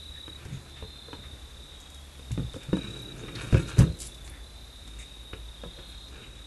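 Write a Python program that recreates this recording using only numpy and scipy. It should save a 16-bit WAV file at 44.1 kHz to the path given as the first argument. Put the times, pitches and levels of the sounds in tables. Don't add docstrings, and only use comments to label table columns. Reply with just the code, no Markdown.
import sys
import numpy as np
from scipy import signal
from scipy.io import wavfile
from scipy.ndimage import uniform_filter1d

SR = 44100
rng = np.random.default_rng(int(sys.argv[2]) if len(sys.argv) > 2 else 0)


def to_wav(s):
    ch = np.atleast_2d(s).T
    pcm = np.round(np.clip(ch, -1, 1) * 32767)
    wavfile.write(sys.argv[1], SR, pcm.astype(np.int16))


def magnitude_from_level(level_db):
    exponent = np.asarray(level_db, float) / 20
    return 10 ** exponent


N = 284886
TIME = np.arange(N) / SR

# t/s, boards level/dB, hollow box level/dB, hoof tick level/dB, board f/Hz
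TAPS = [(0.454, -43, -32, -40, 409), (0.502, -45, -39, -60, 337), (0.571, -50, -33, -43, 317),
        (0.825, -31, -34, -40, 438), (1.084, -39, -49, -43, 470), (1.13, -34.5, -36, -29, 296),
        (1.329, -47, -37, -51, 325), (2.194, -41, -52, -43.5, 473), (2.541, -36, -33, -38, 474),
        (2.562, -30.5, -48, -45, 506), (3.898, -50, -24, -61, 290), (4.874, -46, -63, -50, 255),
        (5.332, -34, -33, -32, 439), (5.636, -29, -59, -37, 485), (5.787, -38.5, -40, -37, 558),
        (6.179, -44, -57, -52, 473)]
# t/s, boards level/dB, box level/dB, tick level/dB, thump f/Hz
THUMPS = [(0.279, -36.5, -48, -36.5, 169), (0.542, -56, -34, -51, 137), (1.189, -41, -38, -61, 83),
          (2.308, -37, -22.5, -41.5, 110), (2.341, -62, -33, -57, 87), (2.377, -23.5, -23.5, -35, 174),
          (2.395, -27, -24, -39, 145.4), (2.43, -57, -25.5, -57, 120.7), (2.686, -43, -28.5, -58, 134),
          (2.73, -13.5, -14.5, -26, 185.6), (2.769, -24.5, -44, -36, 195), (2.843, -45, -29.5, -53, 198.4),
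          (2.883, -54, -28.5, -55, 107), (2.948, -41, -44, -54, 118.2), (3.659, -49, -33, -50, 103),
          (5.657, -40.5, -36, -56, 175.6)]
# t/s, boards level/dB, box level/dB, tick level/dB, board f/Hz
PUSH_OFF = [
    (3.526, -20, -12, -27, 223),
    (3.544, -14, -13.5, -21.5, 360),
    (3.557, -29, -36, -41, 517),
    (3.569, -29, -31, -35, 340),
    (3.579, -37, -35, -43, 368),
    (3.593, -28, -21, -36, 310),
]
# t/s, boards level/dB, box level/dB, tick level/dB, board f/Hz
LANDING = [
    (3.771, -29.5, -44, -40, 404),
    (3.782, -23, -13, -30, 253),
    (3.789, -25, -7, -28, 235),
    (3.8, -19, -9, -34, 424),
    (3.807, -17, -7, -20.5, 248),
    (3.821, -23.5, -23.5, -29.5, 334),
    (3.839, -34, -28, -36, 302),
]
TAP_THUMP_HZ, PUSH_THUMP_HZ, LANDING_THUMP_HZ = 86, 110, 135.7
BOARD_OVER_THUMP, LOWEST_BOARD_HZ = 1.635, 229

# f/Hz, level/dB, t60/s
BOX_MODES = [(66, -2, 0.22), (105, 0.5, 0.12), (135, -1.5, 0.24), (164.6, -10, 0.41), (196.8, -8, 0.19)]
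# f/Hz, level/dB, t60/s
BOARD_MODES = [(224, -2, 0.084), (250, -4.5, 0.16), (293, 3, 0.095), (346, 0, 0.13), (430.6, -3, 0.15),
               (479.7, -9, 0.21), (536, -2, 0.077), (620, -45, 0.03), (900, -14, 0.014)]
# f/Hz, level/dB, t60/s
HORN_MODES = [(820, -6, 0.033), (980, -3.5, 0.078), (1120, -6, 0.05), (1278, 0.5, 0.044), (1452, -1, 0.034),
              (1670, -4.5, 0.053), (1900, -28, .022), (2520, -6, 0.019), (2583, -4, 0.025),
              (2920, -6, 0.037)]

# t/s, drag level/dB
DRAG = [(0.0, -63), (0.43, -50), (0.9, -54.5), (1.55, -56.5), (1.99, -61.5), (2.47, -50.5), (2.7, -49),
        (2.95, -41), (3.2, -45), (3.45, -38.5), (3.72, -41.5), (4.0, -47.5), (4.64, -62), (4.93, -53.5),
        (5.5, -62), (5.99, -57), (6.17, -47), (6.46, -59)]
SHUDDER_DB, SHUDDER_S = -20.5, 0.029
GRIT_AT_REST_DB, GRIT_PER_DRAG, REST_DB = -59, 0.88, -56.5

# t/s, length/s, slip rate f/Hz, level/dB
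SQUEAKS = [
    (3.41, 0.04, 457, -48),
    (3.59, 0.064, 459, -47),
    (3.678, 0.042, 461.5, -49.5),
]
# multiple of the slip rate, level/dB
SQUEAK_ORDERS = [(1, 0), (2, -3), (3, 2), (4, -9), (6, -9), (10, -12), (12, -17), (14.5, -6), (16, -11),
                 (17.3, -6), (20, -16), (22.3, -7), (24, -15)]
SQUEAK_ATTACK_S, SQUEAK_FADE_DB_PER_S, SQUEAK_RISE_HZ_PER_S = 0.0055, 280, 136

# t/s, length/s, level/dB, centre f/Hz
CHAFES = [(.171, 0.065, -57, 1740), (0.545, 0.06, -59.5, 6700), (2.83, 0.23, -54, 2460),
          (3.021, 0.011, -50, 11300), (3.195, 0.051, -55, 6600), (3.165, 0.013, -57, 9500),
          (3.547, 0.013, -34, 2300), (3.549, 0.02, -35, 1510), (3.575, 0.063, -45, 2530),
          (3.578, 0.058, -48, 1610), (3.48, 0.091, -62, 1350), (3.47, 0.063, -63, 2440),
          (3.356, 0.014, -43, 3860), (4.3, 0.0086, -48, 10300), (4.032, 0.092, -46, 7600),
          (4.037, 0.11, -46, 9940), (5.79, 0.1, -53.5, 530)]
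# t/s, length/s, level/dB, centre f/Hz
SCRAPES = [(0.516, 0.19, -59, 2370), (.521, 0.13, -41.5, 128), (1.811, 0.023, -55, 7407),
           (2.319, 0.0094, -45.5, 2700), (3.3, 0.4, -44.5, 135), (3.3, .45, -53, 381),
           (3.358, 0.0094, -42.5, 4390), (3.363, 0.022, -49, 1980), (4.258, 0.037, -52.5, 8100),
           (4.331, 0.2, -58.5, 1970), (5.011, 0.064, -53, 7600), (5.013, 0.063, -53.5, 2200),
           (5.337, 0.013, -42.5, 2570), (5.901, 0.05, -58, 9800), (6.241, 0.056, -51, 2600)]
# t/s, length/s, level/dB, centre f/Hz
RUSTLES = [(0.785, 0.06, -56.5, 2200), (1.247, 0.053, -56.5, 1766), (1.723, 0.026, -57, 1670),
           (2.557, 0.059, -59, 7040), (2.9, 0.4, -58.5, 7060), (3.251, 0.55, -50.5, 289),
           (3.287, 0.037, -45.5, 1900), (3.412, 0.0091, -46, 2600), (3.506, 0.4, -56.5, 7380),
           (3.55, 0.083, -49, 6120), (3.572, 0.076, -49, 2150), (3.691, 0.052, -49, 6300),
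           (3.797, .08, -46.5, 8050), (3.812, 0.098, -44, 1570), (4.035, 0.06, -51, 3450),
           (4.04, 0.09, -45, 6605)]
CHAFE_WIDTH, SCRAPE_WIDTH, RUSTLE_WIDTH = 0.13, 0.37, 0.81

# t/s, peak level/dB, centre f/Hz
SNAPS = [(0.4512, -36.5, 4870), (0.696, -41, 4750), (1.802, -39, 7980), (1.9016, -39, 8670),
         (1.946, -34, 8100), (2.317, -31, 7550), (2.535, -34.5, 6960), (2.633, -38, 6700),
         (2.7675, -35, 7000), (3.3536, -35, 4720), (3.4087, -37, 4450), (3.7297, -37, 5960),
         (3.7735, -34, 7500), (3.783, -27, 8400), (3.7895, -19.5, 5960), (3.818, -33, 5200),
         (3.925, -40, 6970), (3.9707, -42, 7240), (3.9887, -37, 8500), (4.0024, -27, 7700),
         (4.0186, -23.5, 7340), (4.055, -34, 7300), (4.095, -44, 5500), (4.1456, -38, 7340),
         (4.2767, -32.5, 4866), (4.877, -35.5, 4100), (6.085, -42, 5200)]

# start t/s, end t/s, f/Hz, level/dB, wing stroke rate [1/s]
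TRILLS = [(-.1, .3765, 3870, -47.5, 33.4), (-.05, .25, 3580, -58, 32), (-.1, .09, 4020, -57, 37),
          (.53, 1.26, 3990, -59.5, 34.35), (.69, 1.364, 3670, -54, 34.3), (.68, 1.2, 3540, -57, 32.1),
          (1.2, 1.75, 3570, -59.5, 32.2), (.81, 1.168, 4090, -54, 37.1), (1.23, 1.804, 3900, -58.5, 33),
          (1.55, 2.0, 3800, -56.5, 34), (1.715, 2.185, 3330, -58.5, 30), (2.15, 2.722, 3715, -58.5, 33.65),
          (2.28, 2.676, 3525, -56.5, 32.05), (2.7, 3.1355, 3860, -47, 33.45), (2.8, 3.6, 3610, -60, 32.5),
          (3.17, 3.89, 3750, -54, 33.05), (3.56, 3.969, 4070, -55, 37.7), (3.85, 4.2, 3840, -61, 34),
          (4.05, 4.523, 3520, -58, 31.55), (4.405, 4.876, 3995, -56.5, 33.7),
          (4.52, 5.35, 3680, -57.5, 33.5), (4.98, 5.593, 3795, -56.5, 34.65),
          (5.45, 6.096, 3620, -56.5, 32.3), (5.545, 6.052, 3335, -58, 30.05),
          (5.58, 6.095, 3770, -55.5, 32.95), (5.69, 6.103, 4080, -55, 37.65),
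          (5.95, 6.313, 3900, -59, 32.25), (6.15, 6.5, 3810, -56.5, 34), (6.33, 6.5, 3505, -59, 31.5)]
CHORUS_HZ, CHORUS_WIDTH_HZ, CHORUS_DB = 3694, 410, -59.5
STROKE_SHARE, STROKE_SAG = 0.76, 0.06
WARM_UP_S, WARM_UP_SAG, WARM_UP_HZ_PER_S = 0.07, 0.025, 15

# t/s, firing f/Hz, level/dB
ENGINE = [(0, 74.3, -45.5), (.5, 72.1, -47), (1.2, 72.1, -52), (1.6, 73, -50.5), (2.2, 72.1, -45),
          (2.35, 60.8, -38), (2.602, 54.4, -50), (3.2, 55.75, -45.5), (4.0, 54.16, -41), (4.6, 54.3, -45.5),
          (5.2, 55.03, -41.5), (5.62, 53.76, -39), (5.75, 52.7, -49.5), (6.46, 50.5, -45)]

# f/Hz, level/dB per Hz
AIR = [(12, -41), (20, -15), (58, 4), (85, -22), (120, -15.5), (142, -15.5), (343, -19.5), (460, -20.5),
       (602, -23), (2490, -28), (3820, -29.5), (4370, -30.5), (12100, -32.5), (15700, -70), (22000, -120)]
AIR_DB = -48.5


def band(x, hz, width_hz):
    edges = np.clip([hz - width_hz / 2, hz + width_hz / 2], 10, 0.45 * SR)
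    y = signal.sosfilt(signal.butter(2, edges, "band", fs=SR, output="sos"), x)
    return y / y.std()


def walk(rate):
    k = int(SR / rate)
    held = np.repeat(rng.standard_normal(N // k + 1), k)
    return 1.205 * uniform_filter1d(uniform_filter1d(held, k), k)[:N]


def grit(per_s, spread_db, size=N):
    strength = np.minimum(rng.exponential(size=size), 3)
    return (rng.random(size) < per_s / SR) * rng.standard_normal(size) * magnitude_from_level(spread_db * strength)


def add(out, x, s):
    i = max(int(s * SR), 0)
    out[i:i + len(x)] += x[:N - i]


def ring(modes, chance, spot_db, detune):
    hz, db, t60 = np.transpose(modes)[:, :, None]
    t = TIME[:int(SR * t60.max() * 3 / 4)]
    size, sign, pitch = np.transpose(chance[:len(modes)])[:, :, None]
    swell = (1 - np.exp(-t * hz * 6.8)) ** 2
    fade = magnitude_from_level(db + spot_db * size) * np.exp(-np.log(1000) * t / t60) * swell
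    fade *= 1 + 1.2 * np.exp(-t * hz / 4.7)
    side = np.where(sign > 0.6, 1, -1)
    y = (side * fade * np.sin(2 * np.pi * hz * (1 + detune * pitch) * t)).sum(axis=0)
    return y / np.abs(y).max()


def blows():
    def at(rows, thump_hz):
        return [(*row[:4], thump_hz, row[4]) for row in rows]

    thumps = [(*row, max(BOARD_OVER_THUMP * row[4], LOWEST_BOARD_HZ)) for row in THUMPS]
    on_roof = at(TAPS, TAP_THUMP_HZ) + at(PUSH_OFF, PUSH_THUMP_HZ) + thumps
    return sorted(on_roof) + at(LANDING, LANDING_THUMP_HZ)


def knocks():
    out, t, hits = np.zeros(N), TIME[:2048], blows()
    chance = rng.standard_normal((len(hits), 3, 10, 3))
    chance[:, :2, 0] = 0
    noise = rng.standard_normal((len(hits), len(t)))
    for (s, boards_db, box_db, tick_db, thump_hz, knock_hz), c, n in zip(hits, chance, noise):
        box = [(thump_hz, 7, 0.18)] + BOX_MODES
        boards = [(knock_hz, 10.5, 0.1)] + BOARD_MODES
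        add(out, magnitude_from_level(box_db) * ring(box, c[0], spot_db=3.0, detune=0.0375), s)
        add(out, magnitude_from_level(boards_db) * ring(boards, c[1], spot_db=6.5, detune=0.038), s)
        add(out, magnitude_from_level(tick_db) * ring(HORN_MODES, c[2], spot_db=2.5, detune=0.04), s)
        add(out, magnitude_from_level(tick_db - 16.5) * band(n, hz=2200, width_hz=3000) * np.exp(-t / 0.0093), s)
    return out


def slide():
    drag_db = np.interp(TIME, *np.transpose(DRAG))
    shake = magnitude_from_level(drag_db)
    for s, _, box_db, *_ in PUSH_OFF + LANDING:
        add(shake, magnitude_from_level(box_db + SHUDDER_DB) * np.exp(-TIME[:SR // 2] / SHUDDER_S), s)
    chance = rng.standard_normal((10, 3))
    body = np.pad(ring(BOX_MODES[1:], chance, spot_db=-4.0, detune=0), (0, SR // 2))
    add(body, 0.95 * ring(BOARD_MODES, chance, spot_db=0.5, detune=0), 0)
    rumble = signal.fftconvolve(grit(1600, spread_db=0.5), body)[:N]
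    rubbed = grit(2500, spread_db=1.0)
    shingle = 0.3 * band(rubbed, hz=1456, width_hz=690) + 0.32 * band(rubbed, hz=2374, width_hz=580)
    rasp = (shingle + 0.41 * band(rubbed, hz=1900, width_hz=2900)) * magnitude_from_level(4.5 * walk(24.47))
    grit_db = GRIT_AT_REST_DB + GRIT_PER_DRAG * (drag_db - REST_DB)
    return shake * magnitude_from_level(-3.0) * rumble / rumble.std() + magnitude_from_level(grit_db - 5.5) * rasp


def squeak():
    out, wobble, t = np.zeros(N), walk(80), TIME[:SR // 10]
    multiple, order_db = np.transpose(SQUEAK_ORDERS)
    orders = np.arange(1, 25)[:, None]
    for s, length, hz, db in SQUEAKS:
        rate = (hz + SQUEAK_RISE_HZ_PER_S * t) * (1 + 0.003 * wobble[int(s * SR):][:len(t)])
        turn = 2 * np.pi * np.cumsum(rate) / SR
        noise = rng.standard_normal((len(orders), len(t)))
        uneven_db = 32 * uniform_filter1d(noise, size=400, axis=1)
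        tones = magnitude_from_level(np.interp(orders, multiple, order_db) + uneven_db) * np.sin(orders * turn)
        corners = [0, SQUEAK_ATTACK_S, length, length + SQUEAK_ATTACK_S]
        shape = np.interp(t, corners, [0, 1, 1, 0]) ** 2
        fade_db = SQUEAK_FADE_DB_PER_S * np.maximum(t - SQUEAK_ATTACK_S, 0)
        add(out, tones.sum(axis=0) * shape * magnitude_from_level(db - fade_db), s)
    return out


def scuffs():
    out, rough = np.zeros(N), magnitude_from_level(3.2 * walk(120))
    size = SR * 3 // 5
    kinds = (CHAFES, CHAFE_WIDTH), (SCRAPES, SCRAPE_WIDTH), (RUSTLES, RUSTLE_WIDTH)
    bursts = sorted((*row, share * row[3]) for rows, share in kinds for row in rows)
    for s, length, db, hz, width_hz in bursts:
        i = int((s - length / 2) * SR)
        bell = np.sin(np.pi * np.clip(TIME[:size] / length, 0, 1)) ** 0.81
        grains = band(grit(4000, spread_db=1.2, size=size), hz, width_hz)[::-1]
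        add(out, magnitude_from_level(db) * bell * grains * np.resize(rough[i:], size), i / SR)
    return out


def snaps():
    out, t = np.zeros(N), TIME[:1024]
    for s, db, hz in SNAPS:
        fade = np.exp(-t / 0.00057) + 0.28 * np.exp(-t / 0.011)
        crack = band(rng.standard_normal(len(t)) * fade, hz, width_hz=8100)
        add(out, magnitude_from_level(db) * crack / np.abs(crack).max(), s)
    return out


def crickets():
    out = np.zeros(N)
    flutter = 0.0035 * walk(400) + 0.002 * walk(12)
    rough = magnitude_from_level(2.2 * walk(180) + 1.6 * walk(25))
    for start, end, first_hz, db, rate in TRILLS:
        span = slice(max(int(start * SR), 0), int(end * SR))
        t = TIME[span]
        since = t - start
        own = rng.integers(N - len(t)) + np.arange(len(t))
        closing = np.clip((t - end) * rate % 1 / STROKE_SHARE, 0, 1)
        pulse = np.sin(np.pi * closing) ** 0.8
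        warm_up = 1 - WARM_UP_SAG * np.clip(1 - since / WARM_UP_S, 0, 1)
        glide = first_hz * warm_up + WARM_UP_HZ_PER_S * since
        hz = glide * (1 - STROKE_SAG * (closing ** 3 - 0.15) + flutter[own])
        tone = np.sin(2 * np.pi * np.cumsum(hz) / SR)
        swell = np.clip(2 * since / WARM_UP_S, 0, 1)
        uneven = rough[own] ** min(-(db + 49.5) / 16, 1)
        out[span] += magnitude_from_level(db) * uneven * swell * pulse * tone
    t = TIME[:SR // 4]
    scatter = rng.standard_normal(len(t)) * np.exp(-np.log(1000) * t / 0.12)
    wet = signal.fftconvolve(out, scatter / np.linalg.norm(scatter))[:N]
    far = band(rng.standard_normal(N), CHORUS_HZ, CHORUS_WIDTH_HZ) * magnitude_from_level(CHORUS_DB + 2.0 * walk(30))
    return 1.8 * out + wet + far


def engine():
    s, hz, db = np.transpose(ENGINE)
    turn = 2 * np.pi * np.cumsum(np.interp(TIME, s, hz) * (1 + 0.02 * walk(14))) / SR
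    level = magnitude_from_level(np.interp(TIME, s, db) - 2.0 + 2 * walk(22.12))
    return level * (np.sin(turn) + 0.17 * np.sin(2 * turn))


def air():
    out, swell = np.zeros(N), walk(1.0)
    hzs, dbs = np.transpose(AIR)
    for hz in 22 * 2 ** np.arange(0, 9.3, 0.5):
        gust_db = (1.1 + 0.17 * (hz < 3000) + 1.7 * (hz < 100)) * walk(4.035) + 0.34 * swell
        db = np.interp(np.log(hz), np.log(hzs), dbs) + 10 * np.log10(hz)
        out += magnitude_from_level(db + gust_db) * band(rng.standard_normal(N), hz, hz * 0.39)
    return magnitude_from_level(AIR_DB) * out / out.std()


def echoes(near):
    t = TIME[:SR // 3]
    yard = rng.standard_normal(len(t)) * np.exp(-np.log(1000) * t / 0.18) * (t > 0.008)
    yard = signal.sosfilt(signal.butter(2, 260, "high", fs=SR, output="sos"), yard)
    return magnitude_from_level(-8.5) * signal.fftconvolve(near, yard / np.linalg.norm(yard))[:N]


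def scene():
    near = knocks() + slide() + squeak() + scuffs() + snaps()
    return (near + echoes(near) + crickets() + engine() + air())[None]


def top_cut(x):
    return signal.sosfilt(signal.butter(12, 12260, fs=SR, output="sos"), x)


def record(dry):
    rounded = np.tanh(1.2 * dry) / 1.2
    top_edge = signal.ellip(12, 0.2, 90, 11900, fs=SR, output="sos")
    return top_cut(signal.sosfilt(top_edge, rounded))


dry = scene()
out = record(dry)
to_wav(out)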